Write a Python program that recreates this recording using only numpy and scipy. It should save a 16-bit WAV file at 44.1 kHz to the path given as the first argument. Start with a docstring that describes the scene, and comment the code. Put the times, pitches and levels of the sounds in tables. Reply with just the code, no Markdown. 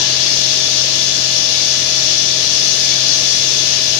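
"""A dense, bright hiss, loudest on the left: cooling water sprays by an induction heating machine in a workshop.
The spray is random bursts over noise, with metal echoes; the inverter whine is drifting sines plus resonant noise.
A pump hums and a fan motor sings (wavering sines) over a low rush of air (shaped noise). A narrow, faint ringing
swells about every 1.3 s; a midrange rush and a low drone, also resonant noise, fade at the start and waver."""
import sys
import numpy as np
from scipy import signal
from scipy.fft import rfft, irfft, next_fast_len
from scipy.io import wavfile
from scipy.ndimage import uniform_filter1d, minimum_filter1d

SR = 44100
rng = np.random.default_rng(int(sys.argv[2]) if len(sys.argv) > 2 else 0)


def materialize(psi):
    """Save the field psi as 16-bit PCM at rate SR to the path in sys.argv[1].

    A 1-D psi becomes a single channel; in a 2-D psi each row is a channel.
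    """
    bounded = np.clip(np.atleast_2d(psi).T, -1, 1)
    quanta = np.round(bounded * 32767).astype(np.int16)
    wavfile.write(sys.argv[1], SR, quanta)


N = 175959
T_S = np.arange(N) / SR
FFT_SIZE = next_fast_len(N, True)
FREQS_HZ = np.maximum(np.fft.rfftfreq(FFT_SIZE, 1 / SR), 1)

# spray spectrum, near = left: (frequency [Hz], relative density [dB per Hz])
SPRAY_NEAR_SPECTRUM = [(800, -33), (1500, -21), (2100, -15.5), (2700, -8.5), (3400, -4.5), (3750, -4.5),
                       (4500, -1.5), (5850, 2), (6550, -2), (6850, -11), (8000, -24.5), (9800, -31.5),
                       (12000, -34.5), (15000, -39.5)]
# spray spectrum, far = right: (frequency [Hz], relative density [dB per Hz])
SPRAY_FAR_SPECTRUM = [(800, -20.5), (1500, -11.5), (2100, -7.5), (2700, -4), (3400, -3.5), (4500, 0),
                      (5800, 1), (6550, -.5), (7000, -1.5), (8000, -14), (9800, -15.5), (12000, -22),
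                      (15000, -27.5)]
# spray flow below and above SPLIT_HZ: (time [s], relative lower level [dB], relative upper level [dB])
SPRAY_FLOW = [(0, 3, 0), (.12, 1.9, -1.5), (.25, 2.8, -.6), (.38, 1, 0.5), (.52, 1.6, 0), (.68, 1, -0.2),
              (1.05, 1, -.1), (1.4, 1.2, -0.1), (1.57, 1.3, 0.2), (1.88, 1.2, 0.1), (2.35, 1.3, 0),
              (2.72, 1.9, 1), (3.05, 2.1, -0.1), (3.25, 1.6, 1.4), (3.5, 1.2, 1.2), (3.72, 2, 0.7),
              (3.99, 0.5, 1)]
# inverter whine: (multiple of drive frequency, left [dB], right [dB], noise-to-tone ratio [0-1], waver [dB])
INVERTER_WHINE = [(1, -38.5, -47, .1, .6), (2, -28, -45.5, .35, 1.5)]
# coil ringing near the second multiple: (frequency [Hz], half-width [Hz], left [dB], right [dB])
COIL_RESONANCE = (3462, 75, -29, -40)
# pump hum: (multiple of shaft rate, left [dB], right [dB])
PUMP_HUM = [(2, -49, -48.5), (3, -37.5, -36.5), (4, -49, -47.5), (5, -48, -74), (6, -52.5, -46),
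            (11, -62, -54)]
# fan motor tones, with mains sidebands: (frequency [Hz], left [dB], right [dB], lead of left [rad])
FAN_TONES = [(530.4, -53.5, -48.5, -0.96), (626.6, -39, -40, 0.026), (731, -51, -49.5, -1.14),
             (1186, -58, -56, -0.46)]
# uneven low drone: (frequency [Hz], half-width [Hz], level [dB])
LOW_DRONE = (300, 10, -50.5)
# midrange rush at the start: (frequency [Hz], half-width [Hz], initial level [dB])
EARLY_RUSH_BANDS = [(940, 220, -33.5), (1700, 61, -31)]
# faint ringing swells: (peak time [s], left peak level [dB])
RING_SWELLS = [(.29, -35), (1.58, -33), (2.92, -35)]
# workshop air rush spectrum: (frequency [Hz], relative density [dB per Hz])
AIR_SPECTRUM = [(20, -8), (40, -12), (68, -14), (95, -3), (160, -2), (240, -5), (330, 1.5), (480, -1.5),
                (650, -2), (900, -6), (1300, -8), (2200, -17.5), (5000, -43.5)]
# left-right correlation of the air rush: (frequency [Hz], correlation [0-1])
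AIR_CORRELATION = [(60, 1), (150, 0.94), (300, 0.94), (600, 0.52), (1000, 0.1), (1500, 0)]

# spray
NEAR_DB, FAR_DB = -11, -22
BURSTS_PER_S, BURST_SPREAD_DB, BURST_POWER_SHARE = 9000, 2.5, 0.33
FLUTTER_DB, FLUTTER_HZ, SURGE_DB, SURGE_HZ, SPLIT_HZ = 0.78, 18, 0.19, 7.7, 5200
REFLECT_DB, REFLECT_DECAY_S = -6, 0.022
# inverter
INVERTER_HZ, INVERTER_DRIFT_HZ, DRIFT_RATE_HZ = 1715.6, 0.6, 2.07
WHINE_HALF_WIDTH_HZ, WHINE_LEFT_LEAD_RAD, WHINE_WAVER_HZ = 10, -0.59, 8
# motors
SHAFT_HZ = 43.26
HUM_WAVER_DB, HUM_WAVER_HZ, HUM_PHASE_RAD, HUM_PHASE_HZ = -0.5, 5.97, 0.067, 2.84
# early rush, ringing, air
EARLY_FADE_S = 0.16
RING_HZ, RING_HALF_WIDTH_HZ, RING_SPREAD_S, RING_RIGHT_DB = 2280, 35, 0.06, -6
AIR_DB = -34
# output
LIMIT, LIMIT_S, TOP_HZ = 0.93, 0.002, 15150


def undb(db):
    """Decibels to gain."""
    return 10 ** (np.asarray(db) / 20)


def unit(x):
    """Scale to rms 1."""
    return x / np.sqrt(np.mean(x ** 2))


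def over_hz(points):
    """Join (frequency [Hz], value) points on a log-frequency axis."""
    hz, value = np.array(points).T
    return np.interp(np.log(FREQS_HZ), np.log(hz), value)


def shape(x, gain):
    """Filter by a gain per frequency."""
    return irfft(rfft(x, FFT_SIZE) * gain, FFT_SIZE)[:N]


def walk(rate_hz):
    """Random levels held 1 / rate_hz s, smoothed twice; spread near 1."""
    k = int(SR / rate_hz)
    steps = np.repeat(rng.standard_normal(256), k)[:N]
    return 1.39 * uniform_filter1d(uniform_filter1d(steps, k), k)


def resonance(hz, half_width_hz):
    """Noise ringing in one resonance, rms 1; -6 dB at the half-width."""
    gain = 1 / (1 + ((FREQS_HZ - hz) / half_width_hz) ** 2)
    return unit(shape(rng.standard_normal(N), gain))


def reflect(x):
    """Add a quickly fading cluster of echoes from nearby metal surfaces."""
    echoes = rng.standard_normal(N) * np.exp(-T_S / REFLECT_DECAY_S) * (T_S > 0.001)
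    echoes /= np.sqrt(np.sum(echoes ** 2))
    return shape(x, 1 + undb(REFLECT_DB) * rfft(echoes, FFT_SIZE))


def spray_jet():
    """Tiny random-sign bursts over smooth jet noise, rms near 1, with echoes."""
    size = undb(BURST_SPREAD_DB * np.minimum(rng.exponential(size=N), 6))
    bursts = (rng.random(N) < BURSTS_PER_S / SR) * rng.choice([-1, 1], N) * size
    smooth = rng.standard_normal(N)
    return reflect(np.sqrt(BURST_POWER_SHARE) * unit(bursts) + np.sqrt(1 - BURST_POWER_SHARE) * smooth)


def spray():
    """Water jet per side; each frequency band flutters alike on both sides, and the whole jet surges."""
    time_s, lower_db, upper_db = np.array(SPRAY_FLOW).T
    centres_hz = np.linspace(0, SR / 2, num=32)
    spacing_hz = centres_hz[1]
    flutter = []
    for hz in centres_hz:
        flow_db = np.interp(T_S, time_s, upper_db if hz > SPLIT_HZ else lower_db)
        flutter.append(undb(FLUTTER_DB * walk(FLUTTER_HZ) + flow_db))
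    sides = []
    for spectrum, db in ((SPRAY_NEAR_SPECTRUM, NEAR_DB), (SPRAY_FAR_SPECTRUM, FAR_DB)):
        jet = spray_jet()
        fluttering = np.zeros(N)
        for hz, gain in zip(centres_hz, flutter):
            # overlapping triangular bands sum to 1
            band = np.maximum(1 - abs(FREQS_HZ - hz) / spacing_hz, 0)
            fluttering += gain * shape(jet, band)
        sides.append(undb(db) * unit(shape(fluttering, undb(over_hz(spectrum)))))
    return undb(SURGE_DB * walk(SURGE_HZ)) * np.array(sides)


def inverter():
    """The coil whines at the drive frequency and, more roughly, at twice that, where it also rings."""
    drive_hz = INVERTER_HZ + INVERTER_DRIFT_HZ * walk(DRIFT_RATE_HZ)
    phase = 2 * np.pi * np.cumsum(drive_hz) / SR
    out = np.zeros((2, N))
    for multiple, left_db, right_db, roughness, waver_db in INVERTER_WHINE:
        waver = waver_db * walk(WHINE_WAVER_HZ)
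        for side, (db, lead_rad) in enumerate(((left_db, WHINE_LEFT_LEAD_RAD), (right_db, 0))):
            clean = np.sqrt(2) * np.sin(multiple * phase + lead_rad)
            rough = roughness * resonance(multiple * INVERTER_HZ, WHINE_HALF_WIDTH_HZ)
            out[side] += undb(db + waver) * (clean + rough)
    hz, half_width_hz, left_db, right_db = COIL_RESONANCE
    coil = np.array([undb(db) * resonance(hz, half_width_hz) for db in (left_db, right_db)])
    return out + coil


def early_rush():
    """Midrange noise resonances, independent per side, decay exponentially from the start."""
    sides = []
    for _ in range(2):
        sides.append(sum(undb(db) * resonance(hz, width_hz) for hz, width_hz, db in EARLY_RUSH_BANDS))
    return np.exp(-T_S / EARLY_FADE_S) * np.array(sides)


def tone(hz, left_db, right_db, left_lead_rad=0):
    """Steady machine tone wavering slightly in level and phase."""
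    phase = 2 * np.pi * (hz * T_S + rng.random()) + HUM_PHASE_RAD * walk(HUM_PHASE_HZ)
    left = undb(left_db) * np.sin(phase + left_lead_rad)
    right = undb(right_db) * np.sin(phase)
    return np.sqrt(2) * undb(HUM_WAVER_DB * walk(HUM_WAVER_HZ)) * np.array([left, right])


def motors():
    """Pump hums on shaft-rate multiples; fan motor sings above; a narrow-band noise drone wavers."""
    pump = sum(tone(multiple * SHAFT_HZ, left_db, right_db) for multiple, left_db, right_db in PUMP_HUM)
    fan = sum(tone(*row) for row in FAN_TONES)
    hz, half_width_hz, db = LOW_DRONE
    return pump + fan + undb(db) * resonance(hz, half_width_hz)


def ringing():
    """Narrow-band noise under Gaussian swells."""
    swell = sum(undb(db) * np.exp(-0.5 * ((T_S - at_s) / RING_SPREAD_S) ** 2) for at_s, db in RING_SWELLS)
    return swell * np.array([undb(db) * resonance(RING_HZ, RING_HALF_WIDTH_HZ) for db in (0, RING_RIGHT_DB)])


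def air():
    """Low noise rush, alike on both sides in the bass and diffuse above."""
    correlation = np.clip(over_hz(AIR_CORRELATION), 0, 1)
    colour = undb(over_hz(AIR_SPECTRUM))
    mid = shape(rng.standard_normal(N), colour * np.sqrt(1 + correlation))
    side = shape(rng.standard_normal(N), colour * np.sqrt(1 - correlation))
    return undb(AIR_DB) * unit(np.array([mid + side, mid - side]))


def scene():
    """Sum of all sources, left and right."""
    return spray() + inverter() + early_rush() + motors() + ringing() + air()


def record(dry):
    """Limit the highest peaks, each side separately, then low-pass steeply at TOP_HZ."""
    k = int(LIMIT_S * SR)
    needed_gain = LIMIT / np.maximum(abs(dry), LIMIT)
    gain = uniform_filter1d(minimum_filter1d(needed_gain, k), k)
    low_pass = signal.ellip(10, 0.1, 70, TOP_HZ, fs=SR, output="sos")
    return signal.sosfilt(low_pass, dry * gain)


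dry = scene()
out = record(dry)
materialize(out)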